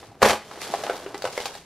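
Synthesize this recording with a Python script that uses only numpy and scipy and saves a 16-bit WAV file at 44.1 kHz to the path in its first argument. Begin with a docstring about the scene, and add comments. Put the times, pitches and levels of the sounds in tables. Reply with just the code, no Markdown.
"""Faint grit and a soft bump, then a quick run of snaps: hands prise a slab of plaster off a wall.
The slab tears in many tiny cracks, and each big snap makes it ring briefly. Then grit runs down
the wall, crumbs patter, chips tick and chunks knock on the floor. The room is small and bare,
so the nearby walls answer each chip and chunk."""
import sys
import numpy as np
from scipy import signal
from scipy.io import wavfile
from scipy.ndimage import uniform_filter1d

SR = 44100
rng = np.random.default_rng(int(sys.argv[2]) if len(sys.argv) > 2 else 0)


def output_pcm(signal):
    """Save a mono or channel-first signal as 16-bit PCM at the path in sys.argv[1].

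    Samples are clipped to [-1, 1] before scaling.
    """
    pcm = np.clip(np.atleast_2d(signal).T, -1, 1) * 32767
    wavfile.write(sys.argv[1], SR, np.round(pcm).astype(np.int16))


N = 72765
T = np.arange(N) / SR


def amp(db):
    """Turns decibels into a number to multiply by."""
    return 10 ** (np.asarray(db) / 20)


def unit(x):
    """Scales a sound to an average strength (rms) of 1."""
    return x / np.sqrt(np.mean(x ** 2) + 1e-20)


def read(points, hz):
    """Looks up frequencies in a table, blending between rows on a pitch scale."""
    row_hz, value = np.transpose(points)
    return np.interp(np.log(hz + 1), np.log(row_hz + 1), value)


def level(points):
    """Draws a volume curve through (time [s], level [dB]) points."""
    return amp(np.interp(T, *np.transpose(points)))


def add(mix, start_s, sound):
    """Mixes a sound in at the given time."""
    part = mix[max(round(start_s * SR), 0):][:len(sound)]
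    part += sound[:len(part)]


def colour(x, points, keep_power=True, size=4096):
    """Shapes bass and treble from a table; keep_power leaves plain noise as strong as it was."""
    log_gain = np.log(amp(read(points, abs(np.fft.fftfreq(size, 1 / SR)))))
    spectrum = np.exp(np.conj(signal.hilbert(log_gain)))  # nothing sounds ahead of a click
    taps = np.fft.ifft(spectrum).real[:size // 2]
    return signal.fftconvolve(x, taps / (np.linalg.norm(taps) if keep_power else 1))[:len(x)]


def clicks(per_s, spread_db):
    """Random clicks: a few stand out if spread_db is positive, a few are weaker if it is negative."""
    strength = amp(spread_db * np.minimum(rng.exponential(1, N), 4))
    return unit(strength * rng.choice([-1., 1.], N) * (rng.random(N) < per_s / SR))


def burst(t, fall_s, rise_s=.001):
    """A volume curve that jumps up to 1 and dies away."""
    shape = (1 - np.exp(-(t / rise_s) ** 2)) * np.exp(-t / fall_s)
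    return shape / shape.max()


def ringing(tones):
    """Tones that start together and die away."""
    t = T[:SR // 2]
    return sum(amp(db - 60 * t / fade_s) * np.sin(2 * np.pi * hz * t) for hz, db, fade_s in tones)


# tone of the quiet room (frequency [Hz], relative level [dB])
HUSH_COLOUR = [(20, -11.5), (145, 2), (220, -2.5), (900, -11), (15000, -44)]
def hush(level_db=-53):
    """The faint, steady background of the room."""
    return amp(level_db) * unit(colour(rng.standard_normal(N), HUSH_COLOUR))


# how long the room rings (frequency [Hz], time to fade by 60 dB [s])
ROOM_FADE = [(150, 0.1), (2000, 0.38), (14000, 0.25)]
def room(x, echoes=(), tail_db=-10.5, build_s=.0076):
    """Sound arrives directly, then as any given echoes and a short blur of bounces off the walls."""
    hz, t, noise = signal.stft(rng.standard_normal(SR // 2), SR, nperseg=256)
    fade = amp(-60 * t / read(ROOM_FADE, hz)[:, None])
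    tail = signal.istft(noise * fade, SR, nperseg=256)[1]
    tail *= np.minimum(T[:len(tail)] / build_s, 1)
    response = amp(tail_db) * tail / np.linalg.norm(tail)
    response[0] += 1  # the direct sound
    for delay_s, db in echoes:
        add(response, delay_s, amp([db]))
    return signal.fftconvolve(x, response)[:N]


# tone of plaster dust (frequency [Hz], relative level [dB])
DUST_COLOUR = [(1200, -5), (4500, 0.5), (11000, -16), (15500, -26)]
def dust(noise):
    """Gives noise the bright hiss of fine dust."""
    return colour(noise, DUST_COLOUR)


def tick(hz, fall_s, wobble=.65, dust_db=-12.5, size=1000):
    """A small hard piece lands: one short, unsteady ring with a gritty edge."""
    turns = np.cumsum(hz * (1 + wobble * rng.standard_normal(size))) / SR
    ring = np.sin(2 * np.pi * (turns + rng.random()))
    edge = amp(dust_db) * dust(rng.standard_normal(size))
    return np.exp(-T[:size] / fall_s) * (ring + edge)


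# flow of grit down the wall (time [s], level [dB])
GRIT_FLOW = [(0, -56.5), (.075, -54), (.11, -66.5), (.42, -55.5), (.6, -47.5), (.618, -36.5), (.69, -43),
             (.72, -42.5), (.98, -46.5), (1.13, -55.5), (1.28, -45.5), (1.42, -41.5), (1.57, -46.5),
             (1.62, -56)]
# tone of the grit (frequency [Hz], relative level [dB])
GRIT_COLOUR = [(200, -18.5), (700, -1.5), (4500, -1), (8000, -8.5), (12500, -13.5), (15500, -56)]
def grit(clump_s=.014, clump_db=2.5):
    """Tiny grains click down the wall in uneven clumps."""
    grains = clicks(per_s=2200, spread_db=-4.5)
    wander = unit(uniform_filter1d(rng.standard_normal(N), round(clump_s * SR)))
    clumps = unit(amp(clump_db * wander))
    return colour(grains * level(GRIT_FLOW) * clumps, GRIT_COLOUR)


def flakes(per_s=220, low_hz=1590, high_hz=6320, pitches=24, against_grit_db=-7):
    """Small flakes tick, each at its own pitch, coming and going with the flow of grit."""
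    ticks = np.zeros(N)
    for hz in np.geomspace(low_hz, high_hz, pitches):
        landings = clicks(per_s / pitches, spread_db=2.5)
        ticks += signal.fftconvolve(landings, tick(hz, fall_s=.001))[:N]
    return amp(against_grit_db) * level(GRIT_FLOW) * unit(ticks)


# flow of crumbs onto the floor (time [s], level [dB])
CRUMB_FLOW = [(0, -49), (.15, -57.5), (.58, -46), (.72, -37.5), (.95, -37.5), (1.21, -48), (1.52, -45.5),
              (1.65, -64)]
# tone of the crumbs (frequency [Hz], relative level [dB])
CRUMB_COLOUR = [(100, -20.5), (400, -0.5), (750, -2), (1700, -14.5), (12000, -56)]
def crumbs():
    """Crumbs land on the floor in a dull patter."""
    return colour(clicks(per_s=1100, spread_db=2.5) * level(CRUMB_FLOW), CRUMB_COLOUR)


# chips landing (time [s], pitch [Hz], level [dB])
CHIP_LANDINGS = [(0.865, 3480, -32.5), (.9658, 4930, -35.5), (1.1782, 5600, -35.5), (1.2213, 4325, -28.5),
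                 (1.377, 2080, -21), (1.4558, 3720, -26)]
def chips():
    """Hard chips hit the floor with one tick each."""
    ticks = np.zeros(N)
    for start_s, hz, db in CHIP_LANDINGS:
        add(ticks, start_s, amp(db) * tick(hz, fall_s=.0038))
    return ticks


# tone of crunching plaster edges (frequency [Hz], relative level [dB])
CRUNCH_COLOUR = [(170, -33), (450, 7.5), (900, 9.5), (3200, -4.5), (6000, -32.5)]
def blows(rows, thud_rise_s=.0009, thud_cycles=2.3, size=3000):
    """Each snap or knock is a short dead thud, a crunch of the edges and a spit of dust."""
    t = T[:size]
    thuds, crunches, spits = np.zeros((3, N))
    for start_s, hz, thud_db, crunch_db, dust_db in rows:
        crunch_noise, dust_noise = rng.standard_normal((2, size))
        swell = (1 - np.exp(-(t / thud_rise_s) ** 2)) * np.exp(-(hz * t / thud_cycles) ** 2)
        thud = np.gradient(-swell * np.cos(2 * np.pi * hz * t), t) / (2 * np.pi * hz)
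        add(thuds, start_s, amp(thud_db) * thud)
        add(crunches, start_s, amp(crunch_db) * burst(t, fall_s=.0047) * crunch_noise)
        add(spits, start_s, amp(dust_db) * burst(t, fall_s=.0069) * dust_noise)
    return thuds + colour(crunches, CRUNCH_COLOUR) + dust(spits)


# a faint low handling bump near the start, and chunks hitting wall and floor
# (time [s], pitch [Hz], thud [dB], crunch [dB], dust [dB])
KNOCKS = [(.028, 860, -41, -40, -65), (.085, 97, -48, -65, -67), (.117, 734, -34.5, -70, -60),
          (.512, 1060, -23, -35.5, -45.5), (.556, 718, -32, -40, -52), (.574, 372, -33, -38.5, -62),
          (.699, 240, -36.5, -43, -43.5), (.738, 692, -9.5, -25.5, -36), (.836, 615, -23, -27.5, -33),
          (.865, 670, -25, -28.5, -45), (.881, 670, -23.5, -35, -60), (.8957, 440, -26.5, -21.5, -42),
          (.8983, 674, -10.5, -30.5, -44), (1.062, 389, -23, -31.5, -55), (1.1435, 346, -27, -28.5, -39),
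          (1.2202, 480, -53, -33.5, -40), (1.2415, 525, -13.5, -32, -37.5), (1.251, 538, -14.5, -26, -37),
          (1.2518, 940, -19.5, -26, -35), (1.274, 744, -22, -31, -41), (1.327, 630, -41, -36, -39),
          (1.3765, 533, -14, -27, -40), (1.401, 570, -24.5, -30, -33.5), (1.4555, 526, -25, -27, -27.5),
          (1.551, 815, -27, -37.5, -40)]
# low tones of the small room (pitch [Hz], relative level [dB], time to fade by 60 dB [s])
ROOM_TONES = [(416, -3.5, 0.2), (519.3, -3.5, 0.15), (846, 1.5, .22)]
def knocks(ring_db=-26):
    """A faint handling bump and the knocks of loose chunks; the room rings briefly after each."""
    hits = blows(KNOCKS)
    ring = ringing(ROOM_TONES)
    return hits + amp(ring_db) * signal.fftconvolve(hits, ring / np.linalg.norm(ring))[:N]


# echoes off the nearby walls (delay [s], level against the direct sound [dB])
WALL_ECHOES = [(.0100, -9), (0.02, -17.5)]
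def debris():
    """The falling plaster, heard in the room; only knocks and chips get separate echoes."""
    return room(grit() + crumbs() + flakes()) + room(knocks() + chips(), WALL_ECHOES)


# strength of the tearing (time [s], level [dB])
TEAR_LEVEL = [(.198, -60), (.214, -43), (.223, -20.5), (.232, -15.5), (.242, -23), (.256, -19),
              (.277, -19.5), (.308, -23), (.336, -28.5), (.385, -46)]
# tone of the tearing (frequency [Hz], relative level [dB])
TEAR_COLOUR = [(30, -51), (90, -5), (155, -21), (280, -7.5), (480, 1), (620, -2.5), (1400, -11), (1700, -8),
               (2400, -13), (12500, -26), (15500, -56)]
def tearing():
    """The plaster lets go of the wall in a dense run of tiny cracks."""
    cracks = clicks(per_s=3000, spread_db=3) * level(TEAR_LEVEL)
    while_tearing = (T > TEAR_LEVEL[0][0]) & (T < TEAR_LEVEL[-1][0])
    return colour(cracks * while_tearing, TEAR_COLOUR)


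# snaps of the breaking slab (time [s], pitch [Hz], thud [dB], crunch [dB], dust [dB])
SLAB_SNAPS = [(0.2179, 690, -19, -15, -30), (0.2266, 474, -4, -20, -29), (0.2278, 1127, -6, -10.5, -17.5),
              (.247, 500, -9, -12, -37), (.2525, 532, -14.5, -18.5, -22), (.2605, 488, -6, -16.5, -33),
              (.2845, 840, -21, -28, -24), (.295, 515, -19.5, -15.5, -22), (.3055, 760, -9, -17.5, -22),
              (.313, 640, -19.5, -29, -45), (0.3298, 770, -18.5, -19, -34.5)]
# tones of the slab (pitch [Hz], level against the thud [dB], time to fade by 60 dB [s])
SLAB_TONES = [(217.3, -19.5, 0.24), (477, -36, 0.099), (832, -19, 0.26), (1693, -15.5, 0.062)]
def slab():
    """The slab tears and snaps loose; every snap sets it ringing briefly."""
    breaking = tearing() + blows(SLAB_SNAPS)
    ring = ringing(SLAB_TONES)
    for start_s, _, thud_db, _, _ in SLAB_SNAPS:
        add(breaking, start_s, amp(thud_db) * ring)
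    return breaking


# how wide the sound spreads (frequency [Hz], side level against the middle [dB])
STEREO_WIDTH = [(300, -32), (1000, -20), (2000, -14.5), (4000, -7), (8000, 2)]
def scene(slab_side_db=-3.5, hush_side_db=-18):
    """Bass reaches both ears alike and treble spreads wide; the slab is more central than the debris."""
    middle = room(slab()) + debris() + hush()
    scattered = amp(slab_side_db) * room(slab()) + debris()  # fresh randomness sets the ears apart
    side = colour(scattered, STEREO_WIDTH, keep_power=False) + amp(hush_side_db) * hush()
    return np.array([middle + side, middle - side])


def record(dry, ceiling=.92, cutoff_hz=15700):
    """Rounds off the loudest peaks, then removes the very highest treble."""
    rounded = dry / (1 + (dry / ceiling) ** 6) ** (1 / 6)
    treble_cut = signal.firwin(511, cutoff_hz, window=("kaiser", 9), fs=SR)
    return signal.oaconvolve(rounded, treble_cut[None], "same")


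dry = scene()
out = record(dry)
output_pcm(out)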